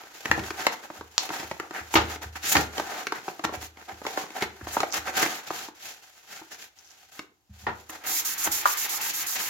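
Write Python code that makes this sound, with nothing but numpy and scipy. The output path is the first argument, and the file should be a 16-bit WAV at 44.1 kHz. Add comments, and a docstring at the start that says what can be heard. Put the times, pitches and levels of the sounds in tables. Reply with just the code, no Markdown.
"""Gloved hands wrap a stiff sheet of abrasive paper round a stone on a workbench in a small hard room.
From the start the sheet rustles, ticks and snaps, a fold breaks early on, the stone knocks on a steel
blade and the bench booms; later, rubber gloves swish. Over the last second and a half the wrapped stone
rubs along the blade in quick strokes, seven or eight a second, and catches on its edge.
Friction is random grit clicks through filters; blows are short clicks through resonances."""
import sys
import numpy as np
from scipy import signal
from scipy.fft import rfft, irfft
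from scipy.io import wavfile
from scipy.ndimage import map_coordinates

SR = 44100
rng = np.random.default_rng(int(sys.argv[2]) if len(sys.argv) > 2 else 0)


def inscribe(sig):
    """Save sig as 16-bit PCM at rate SR to the path in sys.argv[1].

    A 1-D sig is mono; a 2-D sig holds one channel per row.
    Samples are clipped to [-1, 1] before scaling.
    """
    pcm = np.round(np.clip(np.atleast_2d(sig).T, -1, 1) * 32767)
    wavfile.write(sys.argv[1], SR, pcm.astype(np.int16))


N = 418509
TIME = np.arange(N) / SR


def from_db(db):
    """Decibels to gain."""
    return 10 ** (np.asarray(db) / 20)


def rms_one(x):
    """Scale to rms 1."""
    return x / np.sqrt(np.mean(x ** 2) + 1e-20)


def burst_one(x):
    """Scale each channel to the energy of 10 ms at rms 1."""
    energy = np.sum(x ** 2, axis=-1, keepdims=True)
    return x / np.sqrt(energy / (0.01 * SR) + 1e-20)


def at_hz(points, hz):
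    """Read a table on a log-frequency axis."""
    point_hz, value = np.transpose(points)
    return np.interp(np.log(np.maximum(hz, 1)), np.log(point_hz), value)


def add(out, start_s, sound):
    """Mix a sound in at its start time."""
    i = max(round(start_s * SR), 0)
    out[..., i:i + sound.shape[-1]] += sound[..., :N - i]


def convolve(x, response):
    """Filter by an impulse response, keeping the length."""
    return signal.oaconvolve(np.atleast_2d(x), np.atleast_2d(response), axes=-1)[:, :x.shape[-1]]


def coloured(x, spectrum, size=4096):
    """Causal (minimum-phase) filter with the given spectrum."""
    hz = np.arange(size // 2 + 1) * SR / size
    cepstrum = irfft(np.log(from_db(at_hz(spectrum, hz))))
    # folding the cepstrum forward in time makes the filter minimum-phase
    cepstrum[1:size // 2] *= 2
    cepstrum[size // 2 + 1:] = 0
    return convolve(x, irfft(np.exp(rfft(cepstrum))))


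def resonance(x, hz, width_hz):
    """Two-pole band-pass."""
    r = np.exp(-np.pi * width_hz / SR)
    return signal.lfilter([1, 0, -1], [1, -2 * r * np.cos(2 * np.pi * hz / SR), r * r], x)


def low_pass(x, hz, order=2):
    """Butterworth low-pass."""
    return signal.sosfilt(signal.butter(order, hz, fs=SR, output="sos"), x)


def drift(per_s, size=16):
    """Smooth random wander with a spread near 1, from per_s random knots a second."""
    knots = rng.standard_normal(4000)
    coarse = map_coordinates(knots, [TIME[::size] * per_s], order=2, mode="wrap")
    return np.repeat(coarse, size)[:N]


def ringing(modes, t, scatter_db):
    """Decaying modes, each struck with a strength of its own."""
    out = 0
    for k, (hz, db, t60_s) in enumerate(modes):
        decay = from_db(db + scatter_db * rng.normal() - 60 * t / t60_s)
        out = out + decay * np.sin(2 * np.pi * hz * t) * (-1) ** k
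    return out


def grains(per_s, spread_db):
    """Grit catching and letting go: random clicks of very uneven size."""
    sizes = from_db(spread_db * np.minimum(rng.exponential(1, N), 5))
    return rms_one((rng.random(N) < per_s / SR) * sizes * rng.choice([-1, 1], N))


def friction(spectrum, per_s, spread_db, apart_db):
    """Grains over a wide contact, partly different at the two microphones."""
    shared = grains(per_s, spread_db)
    apart = from_db(apart_db) * grains(per_s, spread_db) * [[1], [-1]]
    return rms_one(coloured(shared + apart, spectrum))


def contact(decay_s, chatter_db, apart_db, size=4096):
    """One sharp click, then a dying noise chatter, up to 6 samples apart at the two microphones."""
    t = np.arange(size) / SR
    envelope = np.exp(-t / decay_s) * (1 - np.exp(-t / 0.0002))
    mid, side = rng.standard_normal((2, size)) * envelope
    both = (t == 0) + from_db(chatter_db) * (mid + from_db(apart_db) * side * [[1], [-1]])
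    return np.array([np.roll(channel, lag) for channel, lag in zip(both, rng.integers(0, 7, 2))])


# colour of the room tone: pitch_hz [Hz], level_db [dB, relative]
ROOM_TONE = [(25, -15.5), (80, 14.5), (300, -17.5), (800, -0.5), (2000, -20.5), (7000, -10), (16000, -16.5)]


def room_tone():
    """Faint steady noise, independent at the two microphones."""
    return from_db(-73.5) * rms_one(coloured(rng.standard_normal((2, N)), ROOM_TONE))


# reverberation time of the small hard room: pitch_hz [Hz], t60_s [s]
ROOM_T60 = [(100, 0.35), (300, 0.56), (800, 0.29), (2000, 0.34), (5000, 0.22), (14000, 0.17)]


def room(x):
    """Dense reflections, different at each microphone, dying band by band."""
    t = np.arange(SR // 2) / SR
    edges_hz = np.geomspace(60, 19000, 9)
    white, tail = rng.standard_normal((2, len(t))), 0
    bins_hz = np.fft.rfftfreq(len(t), 1 / SR)
    for low, high in zip(edges_hz, edges_hz[1:]):
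        inside = abs(bins_hz - (low + high) / 2) < (high - low) / 2
        band = irfft(rfft(white) * inside, len(t))
        tail = tail + band * from_db(-60 * t / at_hz(ROOM_T60, np.sqrt(low * high)))
    tail = tail * (1 - np.exp(-t / 0.00046))
    return convolve(x, tail / np.sqrt(np.sum(tail ** 2) / 2))


# hands and stone press on the bench top: start_s [s], level_db [dB before filtering], hardness_hz [Hz]
BUMPS = [(.285, -35.5, 140), (0.383, -36, 890), (0.977, -50.5, 120), (1.43, -49.5, 200), (1.798, -47, 130),
         (1.961, -28, 140), (2.245, -38, 90), (2.553, -33.5, 264), (3.449, -49, 300), (3.558, -41, 140),
         (3.916, -51, 250), (4.44, -50, 220), (4.613, -40, 131), (4.972, -47, 153), (7.493, -45.5, 221.5),
         (7.622, -48, 200), (7.668, -41.5, 304), (8.476, -51, 250)]
# modes of the bench top: pitch_hz [Hz], level_db [dB, relative], t60_s [s]
BENCH_MODES = [(57, -11, 0.46), (77.6, -0.5, 0.75), (106, -4, 0.46), (138, -6, 0.15), (162, -12, 0.1),
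               (200, -0.5, 0.23)]


def bench():
    """Pushes swell into the low modes of the bench top; harder ones reach its higher modes."""
    out, t = np.zeros(N), np.arange(SR) / SR
    for start_s, level_db, hardness_hz in BUMPS:
        boom = ringing(BENCH_MODES, t, scatter_db=0.5) * (1 - np.exp(-t / 0.0029))
        add(out, start_s, from_db(level_db) * low_pass(boom, hardness_hz))
    return signal.sosfilt(signal.butter(4, 46, "high", fs=SR, output="sos"), out)


def bench_murmur(rubbing):
    """Pushing on the sheet also shakes the higher modes of the bench top."""
    shake = low_pass(rubbing.mean(axis=0), hz=405)
    boom = sum(from_db(db) * rms_one(resonance(shake, hz, width_hz=64)) for hz, db, _ in BENCH_MODES[2:])
    return from_db(-58.5) * rms_one(boom)


# hard knocks of stone on blade, plus some dry sheet snaps and dull bumps, all with a rattle:
# start_s [s], level_db [dB], rattle_s [s, decay], hardness_hz [Hz]
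KNOCKS = [(0.3146, -24.5, 0.0015, 4200), (0.3785, -27.5, 0.0071, 350), (1.9544, -12, 0.025, 3960),
          (2.5523, -16, 0.01, 2320), (2.575, -23, .015, 330), (3.45, -25.5, 0.0022, 6000),
          (6.415, -45.5, .01, 900), (7.6671, -22.5, 0.026, 1730), (7.8954, -39.5, 0.0097, 3000),
          (8.4726, -28, 0.0043, 2600)]
# colour of the rattle: pitch_hz [Hz], level_db [dB, relative]
KNOCK_BODY = [(50, -16), (150, -4.5), (330, -0.5), (520, -2), (850, 5), (1300, -1), (3000, -6.5),
              (7000, -8), (16000, -17.5)]
# short ring under each blow, as of a blade on a bench: pitch_hz [Hz], level_db [dB, relative], t60_s [s]
BLADE_MODES = [(323, 7, 0.1), (436, -15.5, 0.38), (607, -17.5, 0.49), (830, -1, 0.19), (1140, -12, 0.28),
               (1390, 1.5, 0.077), (1410, -12, 0.52), (1630, -15, 0.2), (1810, -26, 0.29),
               (1850, -0.5, 0.18), (2236, -20, 0.14), (2500, -26, 0.24)]


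def knocks():
    """Each blow is a filtered rattle over a brief ring; hardness sets how bright the rattle is."""
    out, t = np.zeros((2, N)), np.arange(SR // 2) / SR
    for start_s, level_db, rattle_s, hardness_hz in KNOCKS:
        rattle = contact(rattle_s, chatter_db=-11.5, apart_db=-2.0)
        rattle = low_pass(coloured(rattle, KNOCK_BODY), hardness_hz)
        add(out, start_s, from_db(level_db) * burst_one(rattle))
        ring = ringing(BLADE_MODES, t, scatter_db=-2.5)
        add(out, start_s, from_db(level_db - 7.5) * burst_one(ring))
    return out


# rubber gloves slip on the wrapped stone: peak_s [s], half_length_s [s, to 1/e], level_db [dB]
SWISHES = [(4.934, 0.019, -33), (6.54, 0.021, -47), (6.628, 0.017, -52), (6.788, 0.01, -55.5),
           (6.863, .022, -53.5), (6.915, 0.011, -54)]


def gloves():
    """Rubber slipping over grit gives a narrow, high, crackly swish."""
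    slips = np.array([grains(per_s=2900, spread_db=8.5) for _ in range(2)])
    swish = resonance(slips, hz=5600, width_hz=2200)
    swish = rms_one(resonance(swish, hz=6000, width_hz=3500))
    return swish * sum(from_db(db) * np.exp(-((TIME - s) / length_s) ** 2) for s, length_s, db in SWISHES)


# light rubbing of gloves never quite at rest on the sheet, before the trims below:
# time_s [s], rustle_db [dB], scratch_db [dB]
FIDGET = [(0.0, -41, -47), (0.24, -53.5, -48), (0.5, -48.5, -49.5), (0.98, -55, -55.5), (1.21, -58, -56.5),
          (1.35, -53, -46), (1.77, -54.5, -58.5), (1.95, -42, -42), (2.33, -55, -55), (2.71, -54, -52),
          (3.9, -57.5, -55.5), (4.22, -50, -51.5), (4.66, -50.5, -54), (4.9, -51, -48), (5.18, -41, -51),
          (5.83, -57.5, -55), (7.15, -63, -59)]
# the hands hold still and the light rubbing drops: middle_s [s], length_s [s], drop_db [dB]
RESTS = [(0.082, 0.13, 7.5), (1.096, 0.027, 6.5), (1.882, .05, 4.5), (2.186, 0.049, 17), (2.31, 0.031, 8),
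         (3.715, 0.11, 11), (4.55, 0.13, 3.5), (5.723, 0.048, 18), (6.721, .08, 11), (7.386, 0.27, 18.5)]
FIDGET_RUSTLE_DB, FIDGET_SCRATCH_DB = -3.5, -4.5   # trims


def fidget():
    """Gains of the rustle and the scratch that go on between slides and drop at each rest."""
    s, rustle_db, scratch_db = np.transpose(FIDGET)
    rest_db = 0
    for middle_s, length_s, drop_db in RESTS:
        rest_db = rest_db + drop_db * np.exp(-np.minimum(2 * abs(TIME - middle_s) / length_s, 2) ** 6)
    return (from_db(np.interp(TIME, s, rustle_db) + FIDGET_RUSTLE_DB - rest_db),
            from_db(np.interp(TIME, s, scratch_db) + FIDGET_SCRATCH_DB - rest_db))


def speed_of(peak_s, length_s):
    """A hand movement gathers speed, peaks and dies away."""
    swell = 0.51      # share of the length spent gathering speed
    flatness = 3.42   # 2 is a bell; higher holds the top speed for longer
    part = slice(max(int((peak_s - 2 * length_s) * SR), 0), int((peak_s + 2 * length_s) * SR))
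    t = TIME[part] - peak_s
    side_s = length_s * np.where(t < 0, swell, 1 - swell)
    return part, np.exp(-abs(t / side_s) ** flatness)


# pushes of the sheet over the stone; from 8 s on, pitched grinding of stone on blade:
# peak_s [s], length_s [s], rustle_db [dB], pitch_hz [Hz], scratch_db [dB re rustle]
SLIDES = [(0.343, 0.19, -41, 855, -16), (0.472, 0.059, -48, 1070, -0.5), (0.62, .1, -37, 1140, -7),
          (0.731, 0.03, -41, 990, -6), (0.849, 0.034, -46, 850, -10), (0.968, 0.06, -51.5, 836, -8),
          (1.234, 0.082, -42.5, 850, -1), (1.37, .18, -41, 990, -9), (1.63, 0.076, -46, 840, -37),
          (1.775, 0.074, -37.5, 1320, -12), (2.127, 0.079, -43, 930, -6.5), (2.232, 0.034, -42, 1000, -8.5),
          (2.368, 0.023, -39, 1480, -7.5), (2.507, 0.13, -38.5, 1550, 5), (2.582, .13, -34.5, 835, -4.5),
          (2.786, 0.094, -39.5, 930, -8), (2.944, 0.19, -39, 1010, -8), (3.154, 0.063, -43, 1100, -15),
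          (3.282, 0.072, -46, 750, -7), (3.445, .012, -27.5, 1000, -12.5), (3.547, 0.03, -36, 775, -9),
          (3.639, 0.067, -49, 930, 1), (3.804, .07, -52.5, 995, -37), (3.906, 0.048, -42, 780, -23),
          (4.107, 0.13, -43.5, 840, -6), (4.201, 0.074, -41, 900, -3.5), (4.374, 0.049, -35.5, 850, -10),
          (4.429, 0.038, -32.5, 1420, -9.5), (4.747, 0.15, -45.5, 1050, -0.5), (4.83, 0.047, -44, 840, -13),
          (4.961, 0.051, -31, 1170, -4), (5.083, 0.047, -34, 1140, -9.5), (5.208, 0.11, -30.5, 1230, -2),
          (5.324, 0.13, -42.5, 1130, 1), (5.479, 0.019, -48.5, 1350, 4.5), (5.585, 0.18, -47.5, 1110, 1.5),
          (5.874, .14, -55.5, 1370, 6), (6.353, 0.12, -50, 1405, -1.5), (6.533, 0.049, -50, 1440, -1),
          (6.625, .08, -56.5, 1770, 3.5), (6.932, 0.077, -69, 1100, -3), (7.162, .08, -58, 1220, -1),
          (7.629, .11, -64.5, 950, 1), (7.796, 0.05, -59.5, 760, -3), (7.943, 0.077, -47, 1100, -8),
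          (8.076, .1, -39.5, 1275, -13), (8.466, 0.029, -34, 1290, -10), (9.107, 0.037, -47.5, 1300, 10.5),
          (9.384, 0.067, -39.5, 1900, 2)]
# moments when the sliding grit hisses finely, some of them on steel:
# peak_s [s], length_s [s], level_db [dB]
FINE_SLIDES = [(1.953, 0.032, -33), (2.509, 0.057, -26.5), (3.642, .05, -51), (4.745, 0.038, -41),
               (7.147, 0.047, -59), (7.901, 0.017, -43), (8.447, 0.031, -24.5)]
# colour of the rustle: pitch_hz [Hz], level_db [dB, relative]
RUSTLE = [(40, -29.5), (110, -27), (290, 4), (520, -1), (780, 1.5), (1100, -8.5), (1550, -3.5), (2300, -6),
          (4000, -18), (9000, -40.5)]
# colour of the scratching grit: pitch_hz [Hz], level_db [dB, relative]
SCRATCH = [(1000, -13), (2500, 1), (4000, 0), (5200, -0.5), (6600, -0.5), (8500, -8), (16000, -26)]
# colour of the fine grit: pitch_hz [Hz], level_db [dB, relative]
FINE_HISS = [(3000, -38), (6500, 2.5), (8500, 3), (13000, -0.5), (16000, -4.5)]


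def handling():
    """Coarse grit rustles at a pitch of its own in each slide, fine grit hisses; slides swell and fade."""
    grip = drift(per_s=90)
    crinkle = from_db(2.0 * grip) * friction(RUSTLE, per_s=1700, spread_db=2.5, apart_db=-4.5)
    hollow = rms_one(resonance(crinkle, hz=757, width_hz=29))   # the hollow of the rolled sheet
    crinkle = rms_one(crinkle + from_db(-14.5) * hollow)
    scratch = from_db(1.8 * grip) * friction(SCRATCH, per_s=9000, spread_db=3.0, apart_db=-1.0)
    fine = from_db(2.2 * grip) * friction(FINE_HISS, per_s=12000, spread_db=3.5, apart_db=1.5)
    grit = scratch + from_db(-0.5) * fine

    light_rustle, light_scratch = fidget()
    loose = rms_one(from_db(-9.5) * crinkle + rms_one(resonance(crinkle, hz=1100, width_hz=990)))
    sway = from_db(0.5 * drift(per_s=22))
    out = sway * (light_rustle * loose + light_scratch * grit)

    for peak_s, length_s, rustle_db, pitch_hz, scratch_db in SLIDES:
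        part, speed = speed_of(peak_s, length_s)
        pitched = rms_one(resonance(crinkle[:, part], pitch_hz, 0.8 * pitch_hz))
        rustle = rms_one(rms_one(crinkle[:, part]) + from_db(5.0) * pitched)
        out[:, part] += from_db(rustle_db) * speed * (rustle + from_db(scratch_db) * grit[:, part])
    for peak_s, length_s, level_db in FINE_SLIDES:
        part, speed = speed_of(peak_s, length_s)
        out[:, part] += from_db(level_db) * speed * fine[:, part]
    return out


# colour of a creasing crack: pitch_hz [Hz], level_db [dB, relative]
CRACK = [(300, -29.5), (1400, 0), (2200, 10.5), (2900, 4.5), (4200, 0.5), (6500, -3.5), (9000, -7.5),
         (16000, -20.5)]


def snap(pop_db, pitch_hz, crack_db, thud_db):
    """A panel of the sheet flips over: a damped pop, a thud of what lies under it, a crack from the crease."""
    flip = contact(decay_s=0.0036, chatter_db=-14.0, apart_db=-7.5)
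    pop = resonance(resonance(flip, pitch_hz, 0.53 * pitch_hz), pitch_hz, 1.3 * pitch_hz)
    pop = low_pass(pop, 3.5 * pitch_hz)
    thud = low_pass(resonance(flip, hz=338, width_hz=165), hz=560)
    crack = coloured(flip, CRACK)
    sheet = from_db(pop_db) * (burst_one(pop) + from_db(crack_db) * burst_one(crack))
    return sheet + from_db(thud_db) * burst_one(thud)


TICKS_PER_S, WRAPPING_S = 8, 5.7
TICK_DB, TICK_SPREAD_DB = -0.5, -7.5   # re the rustle of that moment
TICK_HZ, TICK_SPREAD_OCTAVES = 850, 0.16


def ticks():
    """Small creases give way at random during the wrapping, louder while the sheet is being pushed."""
    out, effort = np.zeros((2, N)), fidget()[0]
    for peak_s, length_s, rustle_db, _, _ in SLIDES:
        part, speed = speed_of(peak_s, length_s)
        effort[part] = np.maximum(effort[part], from_db(rustle_db) * speed)
    for when, size, pitch in rng.random((round(TICKS_PER_S * WRAPPING_S), 3)):
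        start_s = when * WRAPPING_S
        level_db = TICK_DB + TICK_SPREAD_DB * (2 * size - 1)
        pitch_hz = TICK_HZ * 2 ** (TICK_SPREAD_OCTAVES * (2 * pitch - 1))
        tick = snap(level_db, pitch_hz, crack_db=2, thud_db=level_db - 0.5)
        add(out, start_s, effort[int(start_s * SR)] * tick)
    return out


# the sheet buckles or is tapped: start_s [s], pop_db [dB], pitch_hz [Hz], crack_db [dB re pop]
SNAPS = [(0.2563, -30, 1550, 1), (0.3135, -18.5, 1600, -5.5), (0.5057, -32, 1410, -1.5),
         (0.6672, -18.5, 900, -1), (0.9017, -36.5, 620, -18), (1.01, -38.5, 990, -9),
         (1.3037, -32, 830, -16), (1.4301, -38, 650, -17), (1.5132, -30, 596, -8.5), (1.599, -31, 1420, -4),
         (1.709, -38, 1260, -3), (1.9401, -23.5, 834, -5), (2.5677, -25, 1490, 5.5),
         (2.7976, -26.5, 795, -12), (3.069, -33.5, 1670, 3), (3.122, -26.5, 890, -7.5),
         (3.2808, -29.5, 760, -16), (3.394, -36, 656, -10), (3.4921, -35, 750, -20), (3.524, -38, 634, -21),
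         (4.0164, -40.5, 820, -13), (4.0511, -34.5, 1050, -11), (4.066, -30, 825, -2.5),
         (4.1742, -25.5, 930, -11.5), (4.237, -41, 694, -19), (4.6111, -44.5, 1430, -11),
         (4.6697, -34.5, 740, -13), (4.7681, -21, 825, -29), (4.8037, -27, 1170, -0.5),
         (4.832, -21.5, 710, -13), (5.5053, -28.5, 754, -39), (5.685, -42.5, 754, -16),
         (7.1927, -38, 1000, 1)]
THUD_DB, FIRM_POP_DB, THUD_FOLLOWS = -34, -27, 0.64   # thud under a firm pop; dB of thud per dB of pop


def snaps():
    """The separate snaps of the sheet; the thud grows more slowly than the pop."""
    out = np.zeros((2, N))
    for start_s, pop_db, pitch_hz, crack_db in SNAPS:
        thud_db = THUD_DB + THUD_FOLLOWS * (pop_db - FIRM_POP_DB)
        add(out, start_s, snap(pop_db, pitch_hz, crack_db, thud_db))
    return out


def fold_break():
    """The fold gives way all at once: one very short, bright crack over a small pop."""
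    out = np.zeros((2, N))
    click = contact(decay_s=0.0014, chatter_db=-25.5, apart_db=2.5)
    crack = low_pass(resonance(click, hz=4800, width_hz=4600), hz=7730, order=4)
    pop = resonance(click, hz=1000, width_hz=800)
    add(out, 1.1803, from_db(-19) * (burst_one(crack) + from_db(-11.0) * burst_one(pop)))
    return out


# the stone catches on the blade's edge and hops: start_s [s], level_db [dB], pitch_hz [Hz]
CATCHES = [(8.6559, -16.5, 1140), (8.6608, -19, 1090)]


def catches():
    """Each catch is a short, hollow clack of the wrapped stone."""
    out = np.zeros((2, N))
    for start_s, level_db, pitch_hz in CATCHES:
        hit = contact(decay_s=0.0026, chatter_db=-20.0, apart_db=5.0)
        clack = resonance(resonance(hit, pitch_hz, width_hz=360), pitch_hz, width_hz=810)
        clack = low_pass(clack, hz=3300)
        crack = coloured(hit, CRACK)
        add(out, start_s, from_db(level_db) * (burst_one(clack) + from_db(-20.0) * burst_one(crack)))
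    return out


# colour of the coarse grit: pitch_hz [Hz], level_db [dB, relative]
GRINDING = [(40, -8), (75, -3), (150, -9.5), (330, -2.5), (620, -12.5), (820, -5.5), (1450, -4), (2100, -4),
            (3200, -3.5), (7000, -4.5)]
# resonances of the blade under the stone: pitch_hz [Hz], width_hz [Hz]
PRESSED_BLADE = [(820, 250), (1250, 600), (1750, 580), (2150, 810)]


def grinding():
    """Coarse grit shakes the blade; as the contact shifts, now one resonance stands out, now another."""
    grit = friction(GRINDING, per_s=4000, spread_db=2.0, apart_db=-4.0)
    steel = 0
    for pitch_hz, width_hz in PRESSED_BLADE:
        sway = from_db(6.0 * drift(per_s=22))
        steel = steel + sway * rms_one(resonance(grit, pitch_hz, width_hz))
    return rms_one(grit + rms_one(steel))


# strokes on the blade: turn_s [s], early_db [dB, hiss], late_db [dB, hiss]
STROKES = [(8.038, -31.5, -23.5), (8.233, -25, -33.5), (8.362, -28.5, -31.5), (8.498, -19.5, -36),
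           (8.641, -31.5, -25.5), (8.755, -27, -29), (8.877, -29, -29.5), (8.996, -29, -31),
           (9.12, -30.5, -29.5), (9.248, -29, -29.5), (9.378, -28.5, -34.5)]
LAST_TURN_S = 9.51
# colour of grit on steel: pitch_hz [Hz], level_db [dB, relative]
STEEL_HISS = [(800, -23), (2200, -31), (3300, -4.5), (5300, 1), (6700, 6.5), (9000, 5), (12800, 6),
              (16000, 1)]


def strokes():
    """The stone stops at each turn; between turns its speed and pressure set the rasp of grit on steel."""
    turn_s, early_db, late_db = np.transpose(STROKES)
    travel = np.interp(TIME, np.append(turn_s, LAST_TURN_S), np.arange(len(turn_s) + 1))
    k, phase = np.minimum(travel.astype(int), len(turn_s) - 1), travel % 1
    speed = np.sin(np.pi * phase)
    bite = np.tanh((speed / 0.43) ** 6.0)   # the grit cuts fully once the stone is under way
    hiss_db = early_db[k] + (late_db[k] - early_db[k]) * phase + 0.44 * drift(per_s=16)
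    hiss = bite * from_db(hiss_db) * friction(STEEL_HISS, per_s=27000, spread_db=1.0, apart_db=1.0)
    grind = speed ** 0.1 * from_db(-38.5 + 2.0 * drift(per_s=78)) * grinding()
    return hiss * from_db([[-1.2], [1.0]]) + grind   # the hiss leans to the right


def scene():
    """Blows and rubbing in the room, over a faint room tone."""
    blows = snaps() + knocks() + catches() + fold_break()
    sheet = handling()
    rubbing = sheet + gloves() + strokes() + ticks()
    reflections = room(from_db(-8.5) * blows + from_db(-8.0) * rubbing)
    return blows + rubbing + bench() + bench_murmur(sheet) + reflections + room_tone()


# response of the microphones: pitch_hz [Hz], gain_db [dB]
MICROPHONE = [(30, 1), (7300, 2.5), (8200, -9), (9800, -5), (12500, 2.5), (16000, 0)]
# stereo width; the sound narrows most around 330 Hz: pitch_hz [Hz], gain_db [dB on left minus right]
WIDTH = [(50, -3), (160, -5.5), (330, -11), (650, -3), (1200, 1), (2500, 1.5), (5000, 0), (16000, -1)]


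def record(dry):
    """Two close microphones; peaks beyond full scale flatten and the top is cut above 16.1 kHz."""
    left, right = coloured(dry, MICROPHONE)
    side = coloured((left - right) / 2, WIDTH)
    heard = np.clip((left + right) / 2 + side * [[1], [-1]], -1, 1)
    return signal.sosfilt(signal.ellip(12, 0.1, 80, 16100, fs=SR, output="sos"), heard)


dry = scene()
out = record(dry)
inscribe(out)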